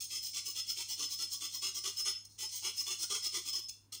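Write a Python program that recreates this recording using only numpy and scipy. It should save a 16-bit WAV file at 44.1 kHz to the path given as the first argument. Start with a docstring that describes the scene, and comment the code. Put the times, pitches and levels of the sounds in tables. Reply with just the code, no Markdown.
"""A metal spoon rubs to and fro in a wire sieve over a bowl, about nine strokes a second. Its edge trips
over the wires: dense clicks rasp in the mesh, flex the basket and make the spoon ring. Near 2.1 s it rests
briefly, with light touches; the strokes resume at 2.4 s, rest again at 3.6 s, and one last comes at 3.9 s.
Throughout, a small kitchen answers, over a low mains hum and still air."""
import sys
import numpy as np
from scipy import signal
from scipy.fft import rfft, irfft, next_fast_len
from scipy.io import wavfile

SR = 44100
rng = np.random.default_rng(int(sys.argv[2]) if len(sys.argv) > 2 else 0)


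def to_wav(sig):
    """Store sig (one row per channel, or 1-D mono) as 16-bit WAV at the path in sys.argv[1].

    Samples outside -1..1 are clipped; the rate is SR.
    """
    pcm = np.clip(np.atleast_2d(sig), -1, 1) * 32767
    pcm = np.round(pcm).astype(np.int16)
    wavfile.write(sys.argv[1], SR, pcm.T)  # frames by channels


N = 176400

RELEASE_S, OVERRUN_S = .04, .01  # the spoon slows and slides on a little
TOP_BACK_DB, TOP_FORWARD_DB = -50.5, -56  # the spoon's highest rings
# Each row: start, length and attack in seconds, way (back or forward), levels in dB of basket, frame,
# mesh, spoon's main ring and its upper rings, basket's note in Hz.
STROKES = [ (0, 0.059, 0.01, "back", -79, -56, -44, -51, -48, 1255),
           (0.092, 0.096, 0.041, "forward", -69, -50, -43.5, -42.5, -51.5, 1194),
           (.213, 0.085, 0.033, "back", -82, -57, -45.5, -45.5, -55, 888),
           (0.326, 0.076, 0.036, "forward", -64.5, -48, -41.5, -46, -52, 1132),
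           (0.442, 0.079, 0.046, "back", -66, -54.5, -44, -43, -53.5, 1127),
           (0.54, 0.072, 0.041, "forward", -66.5, -47, -43, -41, -50, 1270),
           (0.66, 0.069, .048, "back", -68.5, -50, -43.5, -39, -51, 1354),
           (0.756, .082, 0.041, "forward", -63, -48.5, -43, -48.5, -51, 917),
           (0.874, .074, 0.033, "back", -69, -50, -43, -43.5, -60, 883),
           (0.972, 0.088, 0.039, "forward", -57, -47, -40.5, -41.5, -52, 1144),
           (1.091, 0.065, .038, "back", -69.5, -54.5, -44, -43, -51, 1107),
           (1.175, 0.083, 0.029, "forward", -61.5, -50.5, -42.5, -40.5, -57, 1324),
           (1.298, 0.065, 0.039, "back", -66, -53, -42.5, -46.5, -49, 1094),
           (1.395, 0.08, 0.038, "forward", -60.5, -47.5, -43, -46, -60, 1129),
           (1.51, 0.072, 0.042, "back", -67, -54, -45, -43.5, -61, 1054),
           (1.613, 0.085, 0.022, "forward", -54.5, -45.5, -41.5, -41.5, -48, 1130),
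           (1.734, 0.062, 0.038, "back", -62.5, -52.5, -42.5, -43.5, -48.5, 1145),
           (1.833, 0.073, .017, "forward", -53.5, -45, -41, -45, -48, 1128),
           (1.955, 0.06, 0.047, "back", -63, -52, -44, -37, -46, 1203),
           (2.044, 0.07, 0.018, "forward", -52.5, -44.5, -40.5, -37, -40, 1195),
           (2.375, 0.087, 0.063, "forward", -61, -50.5, -44.5, -43, -48.5, 865),
           (2.502, .095, 0.04, "back", -75, -56, -44.5, -54.5, -53, 980),
           (2.616, 0.088, 0.041, "forward", -54, -44.5, -42, -42, -47.5, 1150),
           (2.75, 0.075, 0.067, "back", -68, -55.5, -44, -43, -48, 1125),
           (2.852, 0.098, 0.034, "forward", -57.5, -45, -42, -42.5, -47.5, 1140),
           (2.975, 0.075, 0.074, "back", -60.5, -52, -40.5, -45, -46, 1422),
           (3.088, 0.096, 0.029, "forward", -51, -43.5, -39, -46, -47, 1184),
           (3.22, 0.056, 0.042, "back", -60, -49, -40.5, -37.5, -48.5, 1212),
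           (3.315, 0.087, 0.036, "forward", -54.5, -46, -40.5, -48, -49, 1195),
           (3.446, 0.061, 0.034, "back", -63.5, -49.5, -43.5, -42, -58, 1172),
           (3.517, 0.081, 0.021, "forward", -61.5, -51, -45.5, -39.5, -51, 1078),
           (3.919, 0.049, 0.0052, "forward", -67.5, -54, -45.5, -63, -68, 1230)]
def strokes():
    """Each stroke drives basket, frame, mesh and spoon with the same clicks."""
    out = np.zeros(N)
    for start, length, attack, way, basket_db, frame_db, mesh_db, main_db, upper_db, note_hz in STROKES:
        force = scrape(length + OVERRUN_S, attack, RELEASE_S)
        room = kitchen()
        parts = basket(force, attack, basket_db, note_hz) + [
            (frame(force), frame_db),
            (mesh(force), mesh_db),
            (spoon(force, way, "main"), main_db),
            (spoon(force, way, "upper"), upper_db),
            (spoon(force, way, "top"), TOP_FORWARD_DB if way == "forward" else TOP_BACK_DB)]
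        add(out, start, sum(in_room(part, room, length, db) for part, db in parts))
    return out


WIRES_PER_S, SPACING_JITTER, CATCH_SCATTER_DB = 980, .45, 2.5  # nominal rate at full speed
CHATTER_PER_S, CHATTER_DB, RUB_DB = 140, 2.5, -14
def scrape(length, attack, release, size=11000, count=512):
    """Contact force: a click per wire crossed, faster and harder mid-stroke, over smooth friction."""
    t = np.arange(size) / SR
    ramp = np.minimum(t / attack, (length - t) / release)
    speed = np.sin(np.pi / 2 * np.clip(ramp, 0, 1))
    spacing, catch, pressure = rng.standard_normal((3, count))
    travel = np.cumsum(np.sqrt(speed)) * WIRES_PER_S / SR
    wires = np.cumsum(np.exp(SPACING_JITTER * spacing))
    crossings = np.searchsorted(travel, wires)
    clicks = np.bincount(crossings, undb(CATCH_SCATTER_DB * catch), size + 1)[:size]
    chatter = undb(CHATTER_DB * np.interp(t * CHATTER_PER_S, np.arange(count), pressure))
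    rub = undb(RUB_DB) * rng.standard_normal(size)
    return (clicks + rub) * speed * chatter


# Spectrum of the fine wires. Each row: frequency in Hz, gain in dB.
MESH_SPECTRUM = [(3300, -30), (3750, -13), (4150, -3), (4650, -8), (5000, -2.5), (5900, 0), (7000, -5.5),
                 (8100, -9), (8600, -4), (9800, -15), (11800, -24), (15800, -23)]
def mesh(force, size=96):
    """The fine wires scatter each click over a few milliseconds into a bright tick."""
    scatter = irfft(np.exp(2j * np.pi * rng.random(size // 2 + 1)))
    ticks = signal.fftconvolve(force, scatter)[:len(force)]
    return colour(ticks, MESH_SPECTRUM)


MODE_SCATTER = .0015
# The modes of the spoon and of the sieve's rim (group "free"). Each row: frequency in Hz, T60 in seconds,
# relative level in dB going back, # the same going forward, group.
SPOON_AND_RIM_MODES = [ (5145, .07, -11, -11, "main"), (5200, .17, 0, 0, "main"), (5305, .1, -13, -13, "main"),
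                       (6535, .09, 0, 0, "upper"), (8980, .11, -4, -7, "upper"), (10120, .05, -15, -11, "upper"),
                       (13260, .03, -13, -2, "top"), (13760, .04, -4, -7, "top"), (15060, .06, -16, 0, "top"),
                       (15525, .05, 0, -3, "top"), (2740, .08, -2, -2, "free"), (3470, .08, 0, 0, "free")]
def spoon(force, way, group):
    """One group of modes, of the spoon or the sieve's rim, rings; they shift a little with the point of
    contact."""
    out = 0
    for hz, t60, back_db, forward_db, member in SPOON_AND_RIM_MODES:
        if member == group:
            ring = mode(force, hz * (1 + MODE_SCATTER * rng.standard_normal()), t60)
            out = out + level(ring, forward_db if way == "forward" else back_db)
    return out


# Spectrum of the wire frame and taut mesh near it. Each row: frequency in Hz, gain in dB.
FRAME_SPECTRUM = [(1750, -44.5), (1980, -20), (2450, -23), (2800, -17), (3280, -10), (3480, -8.5),
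                  (3700, -30.5)]
def frame(force):
    """The wire frame rings briefly under the clicks."""
    return dense_ring(force, FRAME_SPECTRUM, t60=.032)


BASKET_T60_S, USUAL_BASKET_DB, RUSTLE_DB = .065, -62, -4
THUD_HZ, THUD_HZ_PER_DB, THUD_DB, THUD_SCATTER = 338.1, 4.5, -7.5, .0563
NOTE_DB, NOTE_DB_PER_DB, NOTE_WIDTH_S, NOTE_GLIDE_PER_S = -64.5, .7, .0144, 1.73
# Spectrum of the sagging basket. Each row: frequency in Hz, gain in dB.
BASKET_SPECTRUM = [(150, -25.5), (250, -15), (375, 5), (460, -3), (590, -41), (700, -9.5), (850, -6),
                   (1150, -2), (1400, -2.5), (1720, -19), (2000, -37)]
def basket(force, attack, db, note_hz):
    """The flexing basket as (sound, dB) parts: a broad rustle, a low thud and a short rising note."""
    effort_db = db - USUAL_BASKET_DB
    thud_hz = THUD_HZ + THUD_HZ_PER_DB * effort_db  # pressure tightens the mesh
    thud = mode(force, thud_hz * (1 + THUD_SCATTER * rng.standard_normal()), BASKET_T60_S)
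    t = np.arange(len(force)) / SR - attack  # zero at the end of the attack
    glide = 1 + NOTE_GLIDE_PER_S * np.clip(t, -2 * NOTE_WIDTH_S, 2 * NOTE_WIDTH_S)
    push = force * np.exp(-(t / NOTE_WIDTH_S) ** 2)
    note = mode(push, note_hz * glide, BASKET_T60_S, sing=.2)
    rustle = dense_ring(force, BASKET_SPECTRUM, BASKET_T60_S)
    return [(rustle, db + RUSTLE_DB), (thud, db + THUD_DB), (note, NOTE_DB + NOTE_DB_PER_DB * effort_db)]


SKIRT_HZ = 700
def mode(force, hz, t60, sing=.045):
    """One resonance, free to glide; a share of the friction, sing, pushes in step with its swing."""
    turn = np.exp(2j * np.pi * np.cumsum(hz * np.ones(len(force))) / SR)
    pole = np.exp(-np.log(1000) / t60 / SR)
    skirt_pole = pole * np.exp(-np.pi * SKIRT_HZ / SR)
    drive = force / turn + sing * np.abs(force)
    swing = signal.lfilter([1], np.poly([pole, skirt_pole]), drive)
    return (swing * turn).imag


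def dense_ring(force, spectrum, t60):
    """A part of the sieve rings in many modes, differently at each place of contact."""
    response = colour(dense_decay(t60), spectrum)
    return signal.fftconvolve(force, response)[:len(force)]


# Light touches of spoon on mesh. Each row: start and length in seconds, levels in dB of mesh,
# spoon's main ring and clink.
TOUCHES = [(2.128, 0.044, -68, -43.5, -58), (2.246, 0.012, -53.5, -57, -89), (2.283, .1, -66.5, -80, -87),
           (2.776, .025, -61, -36, -56), (3.621, 0.033, -63, -47, -74), (3.682, 0.021, -48, -50, -55.5),
           (3.692, 0.0048, -40.5, -63, -48), (3.962, 0.028, -63, -54, -66)]
def touches():
    """The spoon grazes the mesh and clinks, too lightly to flex the basket."""
    out = np.zeros(N)
    for start, length, mesh_db, main_db, clink_db in TOUCHES:
        force = scrape(length, attack=length / 3, release=length / 2)
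        room = kitchen()
        parts = [
            (mesh(force), mesh_db),
            (spoon(force, "back", "free"), clink_db),
            (spoon(force, "back", "main"), main_db),
            (spoon(force, "back", "upper"), mesh_db - 3),
            (spoon(force, "back", "top"), mesh_db - 9)]
        add(out, start, sum(in_room(part, room, length, db) for part, db in parts))
    return out


# Spells of unbroken contact. Each row: start in seconds, length in seconds, level in dB.
DRAGS = [(0, 2.12, -54.5), (2.386, 1.23, -53)]
def drag():
    """The working spoon never quite leaves the mesh: a light rasp lasts through the turns of the hand."""
    out = np.zeros(N)
    for start, length, db in DRAGS:
        force = scrape(length, RELEASE_S, RELEASE_S, size=N, count=4096)
        add(out, start, in_room(mesh(force), kitchen(), length, db))
    return out


ROOM_T60_S, ROOM_DB, ROOM_DELAY_S = .37, -6.5, .0053
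def kitchen():
    """Room response: the direct sound and a short bright tail, new for each place of the spoon."""
    tail = dense_decay(ROOM_T60_S, size=16000)
    tail = colour(tail, [(1200, -1.5), (3000, 2), (7000, -1.5), (16000, -3.5)])
    return np.r_[1, np.zeros(int(ROOM_DELAY_S * SR)), undb(ROOM_DB) * tail]


def in_room(x, room, length, db):
    """A sound in the room; db is the level of its energy spread over length seconds."""
    wet = signal.fftconvolve(x, room)
    return level(wet, db) * np.sqrt(length * SR / len(wet))


def mains_hum(hz=100.4, db=-70):
    """The mains hums on one steady low tone."""
    return level(np.sin(2 * np.pi * hz * np.arange(N) / SR), db)


def still_air(db=-73):
    """Kitchen air: faint noise, strongest in the bass."""
    hz_db = [(20, -26), (40, 2.5), (150, -5.5), (300, -6.5),
             (600, -21), (950, -15.5), (1700, -24), (15000, -29.5)]
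    return level(colour(rng.standard_normal(N), hz_db), db)


def dense_decay(t60, size=4096):
    """Countless close modes dying away together, with unit energy."""
    envelope = np.exp(-np.log(1000) * np.arange(size) / SR / t60)
    ring = rng.standard_normal(size) * envelope
    return ring / np.sqrt(np.sum(ring ** 2))


def colour(x, points):
    """Minimum-phase filter through (Hz, dB) points, falling away outside them."""
    size = next_fast_len(len(x) + 4096)
    size += size % 2
    hz, db = np.array(points, float).T
    log_hz = np.log(np.maximum(np.arange(size // 2 + 1) * SR / size, 1))
    outside = np.maximum(np.log(hz[0]) - log_hz, 0) + np.maximum(log_hz - np.log(hz[-1]), 0)
    gain_db = np.interp(log_hz, np.log(hz), db) - 20 * np.minimum(outside, 2)
    cepstrum = irfft(np.log(undb(gain_db)))
    cepstrum[1:size // 2] *= 2
    cepstrum[size // 2 + 1:] = 0
    return irfft(rfft(x, size) * np.exp(rfft(cepstrum)))[:len(x)]


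def undb(db):
    """Decibels to gain."""
    return 10 ** (np.asarray(db) / 20)


def level(x, db):
    """Scale to an rms level."""
    return x * undb(db) / np.sqrt(np.mean(x ** 2))


def add(out, start, x):
    """Mix x in at start seconds."""
    i = max(int(start * SR), 0)
    out[i:i + len(x)] += x[:max(N - i, 0)]


def scene():
    """The sieving in the kitchen, heard from one point."""
    return (strokes() + touches() + drag() + mains_hum() + still_air())[None]


CUT_HZ = 15750
def record(dry):
    """A steep low-pass cuts the top."""
    return signal.sosfilt(signal.ellip(10, .2, 80, CUT_HZ, fs=SR, output="sos"), dry)


dry = scene()
out = record(dry)
to_wav(out)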